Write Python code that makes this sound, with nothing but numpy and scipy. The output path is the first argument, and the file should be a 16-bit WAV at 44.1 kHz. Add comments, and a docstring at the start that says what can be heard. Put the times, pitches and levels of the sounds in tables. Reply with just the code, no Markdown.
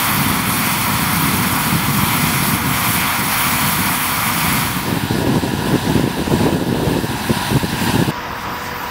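"""Snow cannons heard by one microphone: inside the plume, then beside a cannon, then far across the slope.
In the plume, shaped noise makes jet roar and nozzle hiss, sines make two fans and thin hums, a breeze blows.
From 4.62 s this crossfades to the cannon's side, where gusts of noise and sharp slaps buffet the microphone.
At 8.108 s the far place follows at once: duller spray and the fans' blade tones, sheltered from the wind."""
import sys
import numpy as np
from scipy import signal
from scipy.fft import rfft, irfft
from scipy.io import wavfile
from scipy.ndimage import uniform_filter1d

SR = 44100
rng = np.random.default_rng(int(sys.argv[2]) if len(sys.argv) > 2 else 0)


def output_pcm(signal):
    """Save a mono or channel-first signal as 16-bit PCM at the path in sys.argv[1].

    Samples are clipped to [-1, 1] before scaling.
    """
    pcm = np.clip(np.atleast_2d(signal).T, -1, 1) * 32767
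    wavfile.write(sys.argv[1], SR, np.round(pcm).astype(np.int16))


N = 392490
SIZE, HOP = 1024, 256  # spectral frame length and step [samples]
HZ = np.fft.rfftfreq(SIZE, 1 / SR)
FRAMES = np.arange(N // HOP + 5) * HOP / SR  # frame times [s]
TIME = np.arange(N) / SR
FADE = (4.62, 5.15)  # start and end of the crossfade from plume to cannon side [s]
JUMP = 8.108  # the far place follows at once [s]


def gain_of(db):
    """Logarithmic level law: decibels to amplitude."""
    return 10 ** (np.asarray(db) / 20)


def evened(x):
    """Normalisation by the root mean square: scales to rms 1."""
    return x / np.sqrt(np.mean(x ** 2) + 1e-20)


def read(points, hz):
    """Spectral interpolation: reads a spectrum on a log-frequency axis."""
    f, value = np.transpose(points)
    return np.interp(np.log(hz + 1), np.log(f + 1), value)


def band_power(gain, lo_hz, hi_hz):
    """Additivity of power: sums a frames x bins magnitude, squared, between two frequencies."""
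    inside = (HZ > lo_hz) & (HZ < hi_hz)
    return (gain[:, inside] ** 2).sum(1, keepdims=True)


def grid_chance():
    """Gaussian randomness: an independent draw for every frame and bin."""
    return rng.standard_normal((len(FRAMES), len(HZ)))


def patches(frames, bins):
    """Local averaging: a random field of rms 1, smoothed over neighbouring frames and bins."""
    smooth_in_time = uniform_filter1d(grid_chance(), size=frames, axis=0)
    return evened(uniform_filter1d(smooth_in_time, size=bins, axis=1))


def noise(gain):
    """Overlap-add synthesis: noise whose power is the summed squares of the frames x bins magnitude."""
    spectrum = (grid_chance() + 1j * grid_chance()) * gain
    sound = signal.istft(spectrum.T, nperseg=SIZE, noverlap=SIZE - HOP)[1][:N]
    return sound * np.sqrt(3 / 2)  # overlapping independent frames divide the power by 1.5


def wander(hz):
    """Gaussian low-pass filtering: smooth chance of rms 1 that changes about hz times a second."""
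    steps = np.arange(N // 64 + 2) * 64 / SR
    f = np.fft.rfftfreq(len(steps), steps[1])
    spectrum = rfft(rng.standard_normal(len(steps))) * np.exp(-(f / hz) ** 2)
    return np.interp(TIME, steps, evened(irfft(spectrum, len(steps))))


# even low rumble: (frequency [Hz], relative density [dB per Hz])
RUMBLE_SPECTRUM = [(15, -32), (30, -19), (60, -3), (100, 3), (180, -12), (300, -30), (600, -47)]
RUMBLE_DB = (-35, -34.5)  # level at the first two places


def rumble():
    """Stationary random noise: an even low rumble under the wind."""
    level_db = np.interp(TIME, FADE, RUMBLE_DB)
    return evened(noise(gain_of(read(RUMBLE_SPECTRUM, HZ))[None])) * gain_of(level_db)


# swelling and sinking breeze on the microphone inside the plume: (time [s], level [dB])
BREEZE = [(0.0, -29), (0.18, -18.5), (0.71, -23.5), (1.42, -18.5), (1.66, -24.5), (1.76, -20), (3.02, -22),
          (3.13, -35), (3.21, -22), (3.33, -30.5), (3.86, -21.5), (4.04, -30), (4.59, -20), (4.72, -23.5)]
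BREEZE_ENDS_S = 4.79
# separate gusts beside the cannon: (start [s], end [s], first level [dB], last level [dB],
# brightness [dB per octave just above the hump of the wind])
GUSTS = [(4.815, 4.985, -24.5, -19, 11), (5.023, 5.07, -19, -20.5, 3), (5.1, 5.398, -21, -16, 12),
         (5.418, 5.557, -19.5, -20.5, 7), (5.586, 5.77, -22.5, -12.5, 4.5), (5.814, 5.937, -22.5, -14, 6),
         (5.944, 6.09, -15.5, -18, 4), (6.17, 6.227, -19, -16, 8), (6.264, 6.276, -14, -12, 5),
         (6.302, 6.426, -14.5, -20, 7.5), (6.43, 6.654, -12, -22, 9), (6.657, 7.003, -17.5, -19, 11.5),
         (7.034, 7.063, -15, -18, 6), (7.091, 7.216, -17, -32, 4), (7.287, 7.32, -16, -9, 6),
         (7.355, 7.378, -19, -22, 1), (7.475, 7.58, -24, -9, 2), (7.633, 7.654, -11.5, -19, 0),
         (7.723, 7.755, -17, -25, 0), (7.811, 7.908, -19, -18.5, 4), (7.93, 7.966, -12, -14, 3),
         (7.982, 8.032, -15, -13, 6.5), (8.076, 8.115, -17, -16.5, 10)]
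RISE_S, FALL_S = .01, .014  # edges of a gust
CALM_DB = -27.5  # the air between gusts


def strength(t):
    """Intermittency of turbulence: wind dB of a breeze, then gusts that rise fast, swell or sag, and calm."""
    amp = gain_of(np.interp(t, *np.transpose(BREEZE)))
    amp = amp * np.clip((BREEZE_ENDS_S - t) / FALL_S, 0, 1)
    amp = amp + gain_of(CALM_DB) * (t > BREEZE_ENDS_S - FALL_S)
    for start, end, first_db, last_db, _ in GUSTS:
        edges = np.clip(np.minimum((t - start) / RISE_S, (end - t) / FALL_S) + .5, 0, 1)
        gust = gain_of(np.interp(t, (start, end), (first_db, last_db)))
        amp = np.maximum(amp, edges * gust)
    return 20 * np.log10(amp + 1e-3)


BREEZE_BRIGHT_DB = -3.1  # per octave just above the hump of the wind


def brightness(t):
    """Spectral tilt: dB per octave, dull in the breeze, then gliding from gust to gust."""
    start, end, _, _, bright_db = np.transpose(GUSTS)
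    return np.interp(t, [BREEZE_ENDS_S, *(start + end) / 2], [BREEZE_BRIGHT_DB, *bright_db])


# wind before its tilt: (frequency [Hz], relative density [dB per Hz])
WIND_SPECTRUM = [(20, -40), (40, -67), (80, -7.5), (130, 3), (200, 2.5), (280, -3), (400, -12.5),
                 (600, -23), (1000, -22.5), (2000, -44)]
LUMPY_DB = (1.8, 2.8)  # lumpiness at the first two places


def wind_flow():
    """Turbulent pressure fluctuation: low noise in lumps, lopsided towards suction."""
    # the tilt lifts the bands just above the hump, less so higher up
    octaves = np.interp(np.log2((HZ + 1) / 230), (0, 1.3, 2.4), (0, 1.3, .4))
    gain = gain_of(read(WIND_SPECTRUM, HZ) + brightness(FRAMES)[:, None] * octaves)
    flow = noise(gain / np.sqrt(band_power(gain, 60, 450)))
    lumps_db = np.interp(TIME, FADE, LUMPY_DB) * 2 * np.tanh(wander(40) / 2)
    flow = flow * gain_of(lumps_db)
    squared = flow ** 2
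    flow = flow - .06 * (squared - uniform_filter1d(squared, size=300))  # lopsided, without a slow offset
    return flow * gain_of(strength(TIME))


# lesser slaps, pairs for the first two places: rate [per s] and width [ms]
SMALL_PER_S, SMALL_MS = (1.5, 16), (1.6, 1.09)
SMALL_OVER_DB, PULL_SHARE = 9, .72  # peak over the wind level [dB], share that pull
SMALL_SPREAD = .3  # largest random departure in width, as a share of it


def small_slaps():
    """Random point process: lesser eddies at chance moments, as strong as the wind that carries them."""
    at, keep, way, width = rng.random((round(max(SMALL_PER_S) * JUMP), 4)).T
    at = .02 + at * (JUMP - .04)
    ms = np.interp(at, FADE, SMALL_MS) * (1 + SMALL_SPREAD * (2 * width - 1))
    peak_db = strength(at) + SMALL_OVER_DB
    rows = np.transpose([at, peak_db, ms, np.where(way < PULL_SHARE, -1, 1)])
    return rows[keep < np.interp(at, FADE, SMALL_PER_S) / max(SMALL_PER_S)]


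# the strongest eddies slapping the membrane: (time [s], peak level [dB], width [ms], push 1 or pull -1)
STRONG_SLAPS = [(0.302, -8.4, 1.7, -1), (0.315, -7.9, 1.4, -1), (1.401, -8.3, 1.5, -1),
                (2.271, -8.6, 1.5, 1), (2.427, -8.6, 1.5, -1), (4.483, -9, 2, -1), (4.928, -4.3, 1.4, -1),
                (5.038, -6.7, 1.7, 1), (5.11, -3.4, 1.2, -1), (5.155, -6.6, 1.2, -1), (5.188, -5.7, 1.2, 1),
                (5.247, -7.9, .7, -1), (5.302, -6.5, 1.2, 1), (5.344, -5.8, 1.2, 1), (5.369, -4.5, 1.2, -1),
                (5.437, -6.5, 1.1, -1), (5.538, -5, 1.2, -1), (5.749, -6.1, 1.1, -1), (5.758, -1.8, 1, -1),
                (5.907, -6.6, 1.3, -1), (5.955, -1.7, 1.2, -1), (5.977, -5.3, 1.1, -1),
                (5.997, -3.7, .9, -1), (6.041, -3.1, 1.2, -1), (6.077, -4.5, 1, -1), (6.28, -5.6, 1.2, -1),
                (6.353, -6.1, 1.5, -1), (6.438, -6.2, .8, -1), (6.455, -5.1, 1.2, 1), (6.467, -4.5, .55, 1),
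                (6.476, -6, 1.2, 1), (6.492, -6.9, .8, 1), (6.527, -4.1, 1.3, 1), (6.559, -6.5, 1, 1),
                (6.614, -7.1, 1, -1), (6.728, -3.3, 1.2, 1), (6.867, -7.8, .9, -1), (6.912, -6, 1.3, -1),
                (6.921, -5.7, 1, 1), (6.969, -6.8, .8, -1), (6.989, -5.4, 1.1, -1), (7.046, -6.3, 1.2, -1),
                (7.308, -2.1, 1.5, -1), (7.518, -5.9, 1.7, -1), (7.53, -5.7, 1.2, 1),
                (7.563, -3.4, 1.2, -1), (7.644, -6.5, 1, -1), (7.941, -6.8, 1.5, 1), (8.017, -4.7, 1.2, 1),
                (8.026, -2.5, 1.2, -1)]


def wind():
    """Pressure impulses on a membrane: single eddies slap over the turbulent flow and its rumble."""
    out = wind_flow() + rumble()
    for at, peak_db, ms, way in np.concatenate([small_slaps(), STRONG_SLAPS]):
        near = slice(round(at * SR) - 500, round(at * SR) + 500)
        u = (TIME[near] - at) * 1000 / ms
        out[near] *= 1 - .85 * np.exp(-(u / 3.5) ** 2)  # the eddy takes the place of the flow around it
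        # a narrow peak inside a wide shallow swing back, of no net push
        pulse = 2 * np.exp(-(u / .8) ** 2) - np.exp(-(u / 1.6) ** 2)
        out[near] += way * gain_of(peak_db) * pulse
    return out


def hum(turns, db, waver_db):
    """Amplitude modulation: a sine whose level wavers as the air carries it."""
    level = np.sqrt(2) * gain_of(db + waver_db * wander(7))
    return level * np.sin(2 * np.pi * (turns + rng.random()))


# other thin hums in the plume: (frequency [Hz], level [dB])
THIN_HUMS = [(258, -37), (1341, -42), (1641, -45), (1696, -43), (2057, -45)]


def thin_hums(waver_db):
    """Superposed sinusoids: fixed frequencies with wavering levels."""
    return sum(hum(hz * TIME, db, waver_db) for hz, db in THIN_HUMS)


BLADE_HZ = (240.2, 243.4)  # blade rates of fan one and fan two, before their drift
# one list per place: (multiple of the blade rate, fan one level [dB], fan two level [dB])
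FAN_HUMS = [
    [(2, -60, -45), (3, -42, -60), (4, -37, -40), (5, -44, -60), (6, -42, -43), (7, -49, -55)],
    [(3, -52, -60), (4, -40, -49), (6, -46, -52), (7, -47, -55), (12, -53, -60)],
    [(1, -60, -47), (2, -60, -42), (4, -47, -35), (6, -56, -46), (7, -50, -56), (8, -60, -51),
     (10, -62, -53), (12, -54, -62)],
]


def fans(hums, waver_db):
    """Blade-passing tones: harmonics of two blade rates, each fan's speed drifting a little."""
    blade_turns = [np.cumsum(hz * (1 + .0008 * wander(3))) / SR for hz in BLADE_HZ]
    out = np.zeros(N)
    for multiple, *levels_db in hums:
        for turns, db in zip(blade_turns, levels_db):
            out += hum(multiple * turns, db, waver_db)
    return out


# spray colour at each place, before comb and drift: (frequency [Hz], relative density [dB per Hz])
PLUME = [(250, -15.5), (400, -23.5), (600, -15), (1000, -8.5), (1600, -11), (2300, -12.5), (3400, -16),
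         (5000, -17), (7200, -19.5), (8500, -17), (10000, -11.5), (13000, -11), (15700, -12)]
BESIDE = [(410, -26), (700, -10), (982, -4), (1180, -17), (1700, -7.5), (2060, -17), (2380, -17),
          (2610, -12.5), (3340, -16), (3950, -13.5), (6560, -21.5), (8970, -20.5), (15700, -22.5)]
FAR = [(30, -18), (60, -13), (200, -13), (380, -19), (800, -17), (975, -12), (1650, -16), (2900, -25),
       (4200, -30), (4900, -27), (7000, -38), (11800, -47), (13700, -32), (15700, -37)]
# drift of the spray, one list per place: (time [s], nominal roar level [dB], nominal hiss level [dB])
DRIFT = ([(0.0, -19.5, -22), (0.45, -22.5, -26.5), (0.49, -21, -23), (1.15, -21.5, -25), (1.18, -21, -23.5),
          (1.91, -22.5, -25.5), (2.07, -21, -23.5), (2.52, -21.5, -23.5), (2.61, -24.5, -28.5),
          (2.77, -20, -24), (2.94, -21.5, -21), (3.04, -19.5, -26), (3.29, -22.5, -24.5), (3.33, -19, -22),
          (4.04, -22, -24), (4.39, -20.5, -24), (4.56, -20, -23), (4.76, -23.5, -27.5)], [(5.1, -27, -34.5),
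          (5.4, -28.5, -36.5), (5.95, -26, -34), (6.07, -30, -38.5), (6.43, -26, -35.5), (6.63, -32, -39.5),
          (6.98, -27, -36), (7.0, -29.5, -36.5), (7.48, -23.5, -31.5), (7.67, -28, -35), (7.87, -23, -30.5),
          (8.08, -27.5, -36)], [(8.12, -28, -45.5), (8.5, -27, -39.5), (8.9, -27.5, -41)])
# bounces off ground and housing, one list per place: (delay [ms], share of amplitude, dull above [Hz])
BOUNCES = [
    [(0.896, 0.3, 6800)],
    [(0.902, 0.056, 4320)],
    [(1.07, 0.092, 6000)],
]
# narrow hollows in the hiss, one list per place: (centre [Hz], width [Hz], depth [dB])
HOLLOWS = ([(11800, 336, -2.1), (12403, 462, -2.1), (14040, 334, -1.9)], [(4307, 293, -2.7),
            (4996, 216, -1.7), (5512, 277, -4.7), (5943, 157, -2.7), (6632, 441, -5.7), (7235, 236, -4.8),
            (7838, 292, -2.3), (8441, 229, -3.9), (9905, 284, -2.1), (11197, 408, -2.4), (11800, 184, -2.1),
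            (12489, 316, -5.7), (13351, 657, -2.0), (14556, 317, -2.4), (15100, 250, -4.5)],
            [(4250, 250, -3), (6700, 300, -3), (14300, 300, -3)])


def spray(colour, drift, bounces, hollows, patchy_db, flicker_db, swirl_db):
    """Jet noise and comb filtering: roar and hiss with near bounces, swelling as the plume drifts."""
    time_s, roar_db, hiss_db = np.transpose(drift)
    echoes = 0
    for delay_ms, share, dull_hz in bounces:
        echoes = echoes + share / (1 + (HZ / dull_hz) ** 2) * np.exp(-2j * np.pi * HZ * delay_ms / 1000)
    comb = abs(1 + echoes)
    below_db = 9 * np.minimum(np.log2((HZ + 1) / colour[0][0]), 0)  # rolls off under its lowest band
    hollow_db = sum(db * np.exp(-2.3 * ((HZ - hz) / width) ** 2) for hz, width, db in hollows)
    gain = (gain_of(read(colour, HZ) + below_db + hollow_db) * comb)[None]
    gain = gain / np.sqrt(band_power(gain, 800, 3000))  # the roar's band sets the reference

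    hiss_share = np.clip(np.log2((HZ + 1) / 2500) / 2.02, 0, 1)  # share of each band owed to the nozzles
    lift_db = np.interp(FRAMES, time_s, hiss_db - roar_db)[:, None]
    lift_db = lift_db - 10 * np.log10(band_power(gain, 6000, 15500))
    patch = patches(frames=10, bins=24)
    flicker = patches(frames=3, bins=200)  # air eddies make the hiss flicker over wide bands
    swirl = patches(frames=14, bins=70)  # drifting air thins and thickens broad parts of the hiss
    level_db = np.interp(FRAMES, time_s, roar_db)[:, None] + patchy_db * patch
    level_db = level_db + hiss_share * (lift_db + flicker_db * flicker + swirl_db * swirl)
    return noise(gain * gain_of(level_db))


def scene():
    """Superposition: sources add at three places in turn; the far place is sheltered from the wind."""
    fade = np.clip((TIME - FADE[0]) / (FADE[1] - FADE[0]), 0, 1)
    far = np.clip((TIME - JUMP) / .002, 0, 1)
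    plume = spray(PLUME, DRIFT[0], BOUNCES[0], HOLLOWS[0], patchy_db=.8, flicker_db=1.1, swirl_db=.6)
    plume = plume + fans(FAN_HUMS[0], waver_db=2.2) + thin_hums(waver_db=3.5)
    beside = spray(BESIDE, DRIFT[1], BOUNCES[1], HOLLOWS[1], patchy_db=.9, flicker_db=.8, swirl_db=.7)
    beside = beside + fans(FAN_HUMS[1], waver_db=2.5)
    distant = spray(FAR, DRIFT[2], BOUNCES[2], HOLLOWS[2], patchy_db=.9, flicker_db=.9, swirl_db=2.2)
    distant = distant + fans(FAN_HUMS[2], waver_db=1.8)
    near = (1 - fade) * plume + np.sqrt(fade) * beside + wind()
    mono = near * (1 - far) + far * distant
    return np.array([mono, mono])


EDGE_HZ = 15730  # upper band limit


def record(dry):
    """Band limiting and saturation: the microphone loses deepest bass, a soft ceiling, then the band limit."""
    bass_cut = signal.butter(N=2, Wn=38, btype="high", fs=SR, output="sos")
    thin = signal.sosfilt(bass_cut, dry)
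    held = thin / (1 + np.abs(thin) ** 8) ** (1 / 8)
    band_limit = signal.firwin(2047, EDGE_HZ, window=("kaiser", 10), fs=SR)
    return signal.oaconvolve(held, band_limit[None], "same")


dry = scene()
out = record(dry)
output_pcm(out)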